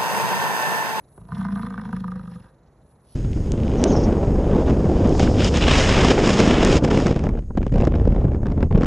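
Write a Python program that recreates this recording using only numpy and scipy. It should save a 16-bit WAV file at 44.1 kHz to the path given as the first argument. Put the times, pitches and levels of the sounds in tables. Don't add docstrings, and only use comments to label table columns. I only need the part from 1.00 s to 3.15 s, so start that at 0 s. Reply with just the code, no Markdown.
import sys
import numpy as np
from scipy import signal
from scipy.fft import rfft, irfft, next_fast_len
from scipy.io import wavfile
from scipy.ndimage import map_coordinates

SR = 44100
rng = np.random.default_rng(int(sys.argv[2]) if len(sys.argv) > 2 else 0)


def store_wav(level_fs):
    pcm = np.round(np.clip(np.atleast_2d(level_fs), -1, 1) * 32767)
    wavfile.write(sys.argv[1], SR, pcm.T.astype(np.int16))


def natural_amplitude(level_db):
    exponent = np.asarray(level_db, float) / 20
    return 10 ** exponent


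N = 94815

# frequency in Hz, level in dB per Hz.
HUM_HZ_DB = [(25, -28), (60, -3), (160, -5), (520, -10.5), (980, -17.5), (2000, -29.5), (3000, -46.5),
             (8000, -61)]
# frequency in Hz, level in dB.
RUMBLE_HZ_DB = [(20, -53.5), (45, 10.5), (95, 3), (160, 7.5), (260, -36.5)]
# time in seconds, buzz in dB.
BUZZ_S_DB = [(0, -67), (.06, -71.5), (.17, -59), (.25, -68), (.37, -59.5), (.47, -69), (.6, -55.5),
             (.68, -68.5), (1.1, -75), (1.3, -66), (1.45, -70), (1.62, -85.5), (1.8, -79), (1.91, -66.5),
             (1.98, -77), (2.12, -59), (2.15, -58)]
# frequency in Hz, level in dB.
WING_HZ_DB = [(3000, -43.5), (6000, -38.5), (7800, -24), (8500, -4), (9300, -13), (10400, -2),
              (11300, -11.5), (12200, -24.5)]
# centre in Hz, width in Hz, level in dB.
CRICKET_WING = [(3880, 460, -8), (7100, 710, -11), (2800, 220, -16)]
# time in seconds, scrapes done.
SCRAPES_S_COUNT = [(.005, 0), (.25, 6), (1.59, 37), (1.96, 45), (2.195, 50)]
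# time in seconds, level in dB.
CRICKET_S_DB = [(0, -79), (.4, -80), (1.5, -84), (2.15, -85)]
# centre in seconds, length in seconds, level in dB.
SWISHES = [
    (1.673, 0.0079, -75),
    (1.91, 0.014, -79.5),
    (2.143, 0.052, -65),
]
# frequency in Hz, level in dB.
GRASS_HZ_DB = [(1500, -19), (3000, 1), (4500, 3.5), (6000, 1), (8000, -28), (12000, -35)]

# time in seconds, cycles done.
CYCLES_S_COUNT = [(.177, 0), (.2877, 3), (.414, 7), (.5576, 11), (.778, 17), (1.042, 24), (1.195, 28),
                  (1.359, 32), (1.49, 35)]
# time in seconds, level in dB.
EFFORT_S_DB = [
    (.16, -76),
    (.2, -43.5),
    (.29, -53),
    (.33, -33.5),
    (.42, -29),
    (.6, -31.5),
    (1.1, -34),
    (1.38, -38.5),
    (1.5, -60.5),
]
# time in seconds, slap sharpness in dB, air in dB.
EDGE_S_DB = [(.17, -3, -37), (.25, -15, -40), (.29, 4.5, -2.5), (.35, -2.5, 6), (.41, -4, 6.5), (.5, -2, 4),
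             (.8, -0.5, 0), (.98, -6, 2.3), (1.15, -2, -3), (1.45, -6, 6)]
ACCENTS_DB = {0: 7.5, 4: 8.3, 5: -4, 6: -10.5, 7: 3.6, 8: 6.6, 9: 2.1, 10: -3.5, 11: 0.57, 12: 1.3, 17: 6.5,
              19: -1.2, 20: 1.4, 21: 9, 22: 5, 23: -10, 24: 8.5, 25: 4.3, 26: 5.3, 29: -5, 30: 3, 32: 3.5,
              33: -15, 34: -22}
THUMPS_DB = {4: 2.2, 5: -0.5, 6: 2.1, 7: -3, 8: .3, 9: 0.58, 10: 3.6, 11: 2.3, 12: 0.97, 13: 4.3, 14: .3,
             15: -1.5, 16: -6, 17: 2.5, 18: -1.5, 19: .3, 20: -.3, 21: 6.4, 22: .3, 23: 2.3, 24: .3, 25: .3,
             26: .3, 27: 1.6, 28: 1.5, 29: -1.5, 30: 1.5, 31: -1.3, 32: 0.92, 33: -1.5}
GUSTS_DB = {4: -5, 5: 1.5, 6: 2, 7: 4, 9: -4, 10: -9, 11: 1.5, 14: 1.5, 15: 3, 16: -1.5, 19: -1, 20: -4, 22:
            3, 23: 2.5, 24: -3, 26: 2.5, 27: -3, 28: -4, 29: -4, 32: 2.5}
# time in seconds, level in dB.
ECHO_S_DB = [(.85, -1), (.95, -13.5), (1.2, -2), (1.45, -4)]
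# cycle, shift in cycles, level in dB.
ODD_ECHOES = [(4, 0, -6), (5, -.02, 3), (6, -.25, 2), (7, -.1, 0), (8, -.09, 3), (9, .04, 2), (10, 0, -9),
              (11, -.04, 4), (13, 0, 2), (14, -.1, -3), (15, 0, 3), (16, -.1, -4), (17, -.05, 7),
              (19, .07, 0), (28, -.1, 2), (29, -.06, 9), (32, 0, 2)]
# time in seconds, centre in Hz.
CHEST_S_HZ = [(.2, 156.4), (.33, 158.7), (.42, 193.7), (.55, 200.5), (.65, 206.5), (.8, 194.2),
              (1.0, 194.5), (1.2, 174.3), (1.45, 180)]
# centre in Hz, width in Hz, level in dB.
FLANK_MODES = [(58, 25.6, -13.5), (85, 71, -19), (127.7, 16.5, -7)]
# time in seconds, centre in Hz, level in dB.
NOSE_S_HZ_DB = [(.3, 456, 0), (.55, 460, -1), (.7, 473.5, 6), (1.0, 472.6, 3.5), (1.15, 496, 5.5),
                (1.45, 515, 0)]
# first Hz, last Hz, width in Hz, first dB, last dB.
THROAT_MODES = [(678.4, 780, 51, -1.5, -7), (993, 960, 77, 2, -2.5), (1210, 1224, 64.4, 1.4, 2),
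                (1531, 1593, 105, -3.5, -4), (1820, 3200, 62, -7.5, -21), (2064, 890, 60, -10, -30.5),
                (2620, 940, 100, -43.5, -25.5)]
# frequency in Hz, level in dB.
AIR_HZ_DB = [(1500, 15), (2500, -2.5), (3500, -2), (5200, -5), (7000, -19), (9000, -6), (10500, -2),
             (13000, -30)]
# time in seconds, share of air in puffs.
PULSED_S_SHARE = [(.29, 1.2), (.33, .2), (.45, .3), (.6, .5), (1.2, .55), (1.3, .2)]
# centre in Hz, width in Hz, level in dB.
PARTING_MODES = [(373, 110, 2.5), (570, 200, 1.5), (970, 110, -4)]

# frequency in Hz, left lead in radians.
PHASE_HZ_RAD = [(0, 0), (600, -.33), (2700, .55), (4500, 1.15), (5300, 5.6), (8300, 9.15), (9400, 9.6),
                (11900, 12.57)]
# frequency in Hz, left minus right in dB.
PORT_HZ_DB = [(300, 0), (550, -1), (800, -3), (1020, -4.8), (1250, -2.7), (1550, 0)]

HUM_DB, RUMBLE_DB = -57.5, -59.5
STROKE_HZ, STROKE_DEPTH = 520, 0.35
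CRICKET_DUTY = 1.9
FIELD_T60_S, FIELD_DB, APART_DB = 0.48, -16.5, -30
ECHO_AT_CYCLE, ECHO_DB, ECHO_SPREAD_DB = .56, -3.5, 1.2
CHEST_WIDTH_HZ, CHEST_LAG_S, CHEST_ECHO, CHEST_ROUGH = 51.3, .003, 0.5, .3
FLANK_DB, FLANK_GROWS = -38.5, 0.36
NOSE_WIDTH_HZ, NOSE_DB, RING_DB = 58, -56, -1
THROAT_DB, THROAT_ROUGH_DB, SLAP_T60_S = -40.5, -7, 0.023
SLAP_CRACK, CRACK_HZ, GRIT_DB, HUSH = .8, 1120, 7, .8
SOFT_TOP_HZ, MOUTH_START_S, MOUTH_END_S = 1200, 0.54, 1.2
AIR_DB, PUFF_S, AIR_STEADY = -56.5, 0.0032, 0.41
SIGH_S, SIGH_LENGTH_S, SIGH_DB = 1.47, 0.03, -61
SPIT_S, SPIT_LENGTH_S, SPIT_DB, SPIT_HZ = 1.03, .12, -72, 10600
PARTING_DB = -69
TOP_HZ, ROLL_OFF_HZ = 13050, 11630


def unit(x):
    return x / np.sqrt(np.mean(x ** 2) + 1e-20)


def along(points, hz):
    f, v = np.transpose(points)
    return np.interp(np.log(hz + 1), np.log(f + 1), v)


def curves(rows):
    s, *cols = np.transpose(rows)
    return [np.interp(np.arange(N) / SR, s, c) for c in cols]


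def wobble(rate_hz):
    knots = rng.standard_normal(int(N * rate_hz / SR) + 4)
    return map_coordinates(knots, [np.arange(N) * rate_hz / SR])


def bump(at_s, length_s):
    return np.exp(-((np.arange(N) / SR - at_s) / length_s) ** 2 / 2)


def filtered(x, response):
    m = next_fast_len(N + SR // 2)
    return irfft(rfft(x, m) * response(np.fft.rfftfreq(m, 1 / SR)), m)[..., :N]


def tube(modes):
    def response(f):
        total = 0
        for k, (centre, width, db) in enumerate(modes):
            loss = 1j * f * width
            total = total + (-1) ** k * natural_amplitude(db) * loss / (centre ** 2 - f * f + loss)
        return total
    return response


def noise(spectrum):
    return unit(filtered(rng.standard_normal(N), lambda hz: natural_amplitude(along(spectrum, hz))))


def train(times_s, sizes):
    return np.bincount(np.round(times_s * SR).astype(int), sizes, N)[:N]


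def decay(x, seconds):
    return filtered(x, lambda f: seconds * SR / (1 + 2j * np.pi * f * seconds))


def glide(x, hz, width_hz):
    turn = np.exp(2j * np.pi * np.cumsum(hz) / SR)
    pole = np.exp(-np.pi * width_hz / SR)
    rung = np.real(turn * signal.lfilter([1], [1, -2 * pole, pole ** 2], x / turn))

    def skirts(f):
        edge = 1j * f / hz.mean()
        return (edge / (.3 + edge) / (1 + edge / 3)) ** 2
    return unit(filtered(rung, skirts))


def far_hum():
    hum = natural_amplitude(HUM_DB + 0.4 * wobble(3)) * noise(HUM_HZ_DB)
    return hum + natural_amplitude(RUMBLE_DB + 2.7 * wobble(3.3)) * noise(RUMBLE_HZ_DB)


def port_hiss():
    spectrum = [(300, -27.5), (1000, -7.0), (9000, -19), (12000, -50.5)]
    return natural_amplitude(-86) * np.array([noise(spectrum) for _ in range(2)])


def katydid():
    rate_hz = STROKE_HZ * (1 + 0.0522 * wobble(33))
    strokes = 1 + STROKE_DEPTH * np.sin(2 * np.pi * np.cumsum(rate_hz) / SR)
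    buzz = unit(natural_amplitude(0.36 * wobble(26.0)) * strokes ** 2 * noise(WING_HZ_DB))
    return natural_amplitude(curves(BUZZ_S_DB)[0]) * buzz


def cricket():
    gate = np.cos(np.pi * curves(SCRAPES_S_COUNT)[0]) ** 2
    scrapes = gate ** CRICKET_DUTY * rng.standard_normal(N)
    return natural_amplitude(curves(CRICKET_S_DB)[0] + wobble(2.1)) * unit(filtered(scrapes, tube(CRICKET_WING)))


def grass():
    out = np.zeros(N)
    for at_s, length_s, db in SWISHES:
        stems = unit(natural_amplitude(2.3 * wobble(300)) * noise(GRASS_HZ_DB))
        out += natural_amplitude(db) * bump(at_s, length_s) * stems
    return out


def field(x):
    t = np.arange(SR // 2) / SR
    tail = rng.standard_normal(len(t)) * natural_amplitude(-60 * t / FIELD_T60_S) * (1 - np.exp(-t / 0.012))
    answer = signal.fftconvolve(x, tail / np.linalg.norm(tail))[:N]
    return filtered(answer, lambda f: 1 / (1 + 1j * f / 2500))


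def per_cycle(table, count):
    return np.array([table.get(i, 0) for i in range(count)])


def fold_slaps():
    s, done = np.transpose(CYCLES_S_COUNT)
    k = np.arange(done[-1])
    odd = {int(round(c)): (shift, db) for c, shift, db in ODD_ECHOES}
    shift, odd_db = np.transpose([odd.get(int(i), (0, 0)) for i in k])
    jitter = 0.013 * rng.standard_normal(len(k))
    main_s = np.interp(k, done, s)
    echo_s = np.interp(k + ECHO_AT_CYCLE + shift + jitter, done, s)
    echo_db = ECHO_DB + odd_db + np.interp(echo_s, *np.transpose(ECHO_S_DB))
    return main_s, echo_s, echo_db


def chest_drive(main_s, echo_s):
    count = len(main_s)
    main_db = per_cycle(THUMPS_DB, count) + .5 * rng.standard_normal(count)
    lead_s = np.interp(main_s, [1.1, 1.35], [0, .006])
    echo_size = CHEST_ECHO * np.interp(echo_s, [1.1, 1.3], [1, .4]) * natural_amplitude(2 * rng.standard_normal(count))
    push = train(main_s + CHEST_LAG_S - lead_s, natural_amplitude(main_db))
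    push = push + train(echo_s + CHEST_LAG_S, echo_size)
    rough = unit(decay(push, 0.019) * rng.standard_normal(N))
    return unit(push - push.mean()) + CHEST_ROUGH * rough


def chest_and_flank(drive, effort_db, loud_db):
    dark = lambda f: 1 / (1 + (f / 250) ** 10) + 0.68
    chest = filtered(glide(drive, *curves(CHEST_S_HZ), CHEST_WIDTH_HZ), dark)
    flank = filtered(drive, lambda f: tube(FLANK_MODES)(f) * dark(f))
    return natural_amplitude(effort_db) * unit(chest) + natural_amplitude(FLANK_DB + FLANK_GROWS * loud_db) * unit(flank)


def throat_shape(e):
    modes = tube([(a + e * (b - a), w, p + e * (q - p)) for a, b, w, p, q in THROAT_MODES])
    steep = lambda f: (f / 600) ** 6 / (1 + (f / 600) ** 6) / (1 + (f / 2600) ** 4)
    return lambda f: modes(f) * steep(f)


def mouth_stages():
    late = curves([(MOUTH_START_S, 0), (MOUTH_END_S, 1)])[0]
    return [(np.sqrt(np.clip(1 - abs(late - e) * 3, 0, 1)), e) for e in np.arange(4) / 3]


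def nose(drive, sharp_db, stages):
    hz, db = curves(NOSE_S_HZ_DB)
    hum = natural_amplitude(db) * glide(drive + .8 * rng.standard_normal(N), hz, NOSE_WIDTH_HZ)
    rings = np.zeros(N)
    for weight, e in stages:
        for first_hz, last_hz, *_ in THROAT_MODES[:2]:
            mode = tube([(first_hz + e * (last_hz - first_hz), 45, 0)])
            rings += weight * filtered(drive, lambda f: mode(f) ** 2)
    return hum + natural_amplitude(RING_DB + sharp_db) * unit(rings)


def throat(main_s, echo_s, echo_db, loud_db, air_db, stages):
    count = len(main_s)
    accent_db = per_cycle(ACCENTS_DB, count)
    slaps = train(main_s, natural_amplitude(accent_db + .5 * rng.standard_normal(count)))
    slaps = slaps + train(echo_s, natural_amplitude(echo_db + ECHO_SPREAD_DB * rng.standard_normal(count)))
    crack = decay(train(main_s, natural_amplitude(accent_db)), SLAP_T60_S / np.log(1000))
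    crack = unit(crack * np.sign(rng.standard_normal(N)))
    crack = filtered(crack, tube([(CRACK_HZ, 900, 3)]))
    rough = natural_amplitude(THROAT_ROUGH_DB + 2.2 * air_db + 0.95 * wobble(58.77))
    grit = unit(rng.standard_normal(N) * natural_amplitude(GRIT_DB * wobble(500)))
    hush = 1 - (HUSH * curves(CYCLES_S_COUNT)[0]) % 1
    burst = unit(unit(slaps) + SLAP_CRACK * crack) + rough * grit * hush
    firm = np.clip(1 + loud_db / 14, 0, 1)
    soft = filtered(burst, lambda f: 1 / (1 + 1j * f / SOFT_TOP_HZ) ** 2)
    burst = firm * burst + (1 - firm) * soft
    return unit(sum(weight * filtered(burst, throat_shape(e)) for weight, e in stages))


def breath(puffs):
    swell = unit(filtered(puffs, lambda f: np.exp(-(2 * np.pi * f * PUFF_S) ** 2 / 2)))
    patches = np.zeros(N)
    for hz in (1833, 2690, 3460, 4050, 5290, 6900, 8300, 10920):
        patches += natural_amplitude(3.57 * wobble(45.12)) * filtered(noise(AIR_HZ_DB), tube([(hz, hz / 9, 0)]))
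    flow = curves(PULSED_S_SHARE)[0] * swell + AIR_STEADY * natural_amplitude(4.5 * wobble(91.12))
    return unit(flow * patches)


def spit(puffs):
    ticks = decay(puffs, .0015) * rng.standard_normal(N)
    wet = unit(filtered(ticks, tube([(SPIT_HZ, 2500, 0), (5200, 1200, -4)])))
    return natural_amplitude(SPIT_DB) * bump(SPIT_S, SPIT_LENGTH_S) * wet


def sigh():
    release = unit(filtered(rng.standard_normal(N), throat_shape(1)))
    return natural_amplitude(SIGH_DB) * bump(SIGH_S, SIGH_LENGTH_S) * release


def folds_part(main_s):
    tick = decay(train(main_s[:1], [1.]), 0.0044) * rng.standard_normal(N)
    return natural_amplitude(PARTING_DB) * unit(filtered(tick, tube(PARTING_MODES)))


def bellow():
    main_s, echo_s, echo_db = fold_slaps()
    effort_db = curves(EFFORT_S_DB)[0]
    loud_db = effort_db - effort_db.max()
    sharp_db, air_db = curves(EDGE_S_DB)
    start_s, end_s = CYCLES_S_COUNT[0][0], CYCLES_S_COUNT[-1][0]
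    on = curves([(start_s - .002, 0), (start_s, 1), (end_s, 1), (end_s + 0.089, 0)])[0]
    stages = mouth_stages()
    drive = chest_drive(main_s, echo_s)
    gust_db = per_cycle(GUSTS_DB, len(main_s)) + .8 * rng.standard_normal(len(main_s))
    puffs = train(main_s, natural_amplitude(gust_db)) + 0.5 * train(echo_s, natural_amplitude(echo_db))
    voice = chest_and_flank(drive, effort_db, loud_db)
    voice = voice + natural_amplitude(NOSE_DB + 0.39 * loud_db) * nose(drive, sharp_db, stages)
    ringing = throat(main_s, echo_s, echo_db, loud_db, air_db, stages)
    voice = voice + natural_amplitude(THROAT_DB + 0.43 * loud_db + sharp_db) * ringing
    voice = voice + natural_amplitude(AIR_DB + .5 * loud_db + air_db) * breath(puffs) + spit(puffs)
    return folds_part(main_s) + sigh() + on * voice


def scene():
    call = bellow()
    mono = far_hum() + katydid() + cricket() + grass() + natural_amplitude(FIELD_DB) * field(call) + call
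    apart = natural_amplitude(APART_DB) * filtered(field(call), lambda f: (f / 300) ** 4 / (1 + (f / 300) ** 4))
    return np.array([mono + apart, mono - apart]) + port_hiss()


def top_cut(x):
    return signal.sosfilt(signal.butter(12, 13010, fs=SR, output="sos"), x)


def record(dry):
    side = np.array([[.5], [-.5]])

    def ports(f):
        tilt = natural_amplitude(side * along(PORT_HZ_DB, f))
        phase = np.exp(1j * side * np.interp(f, *np.transpose(PHASE_HZ_RAD)))
        return tilt * phase * (f < TOP_HZ) / (1 + (f / ROLL_OFF_HZ) ** 30)
    return top_cut(filtered(dry, ports))


dry = scene()
out = record(dry)
store_wav(out)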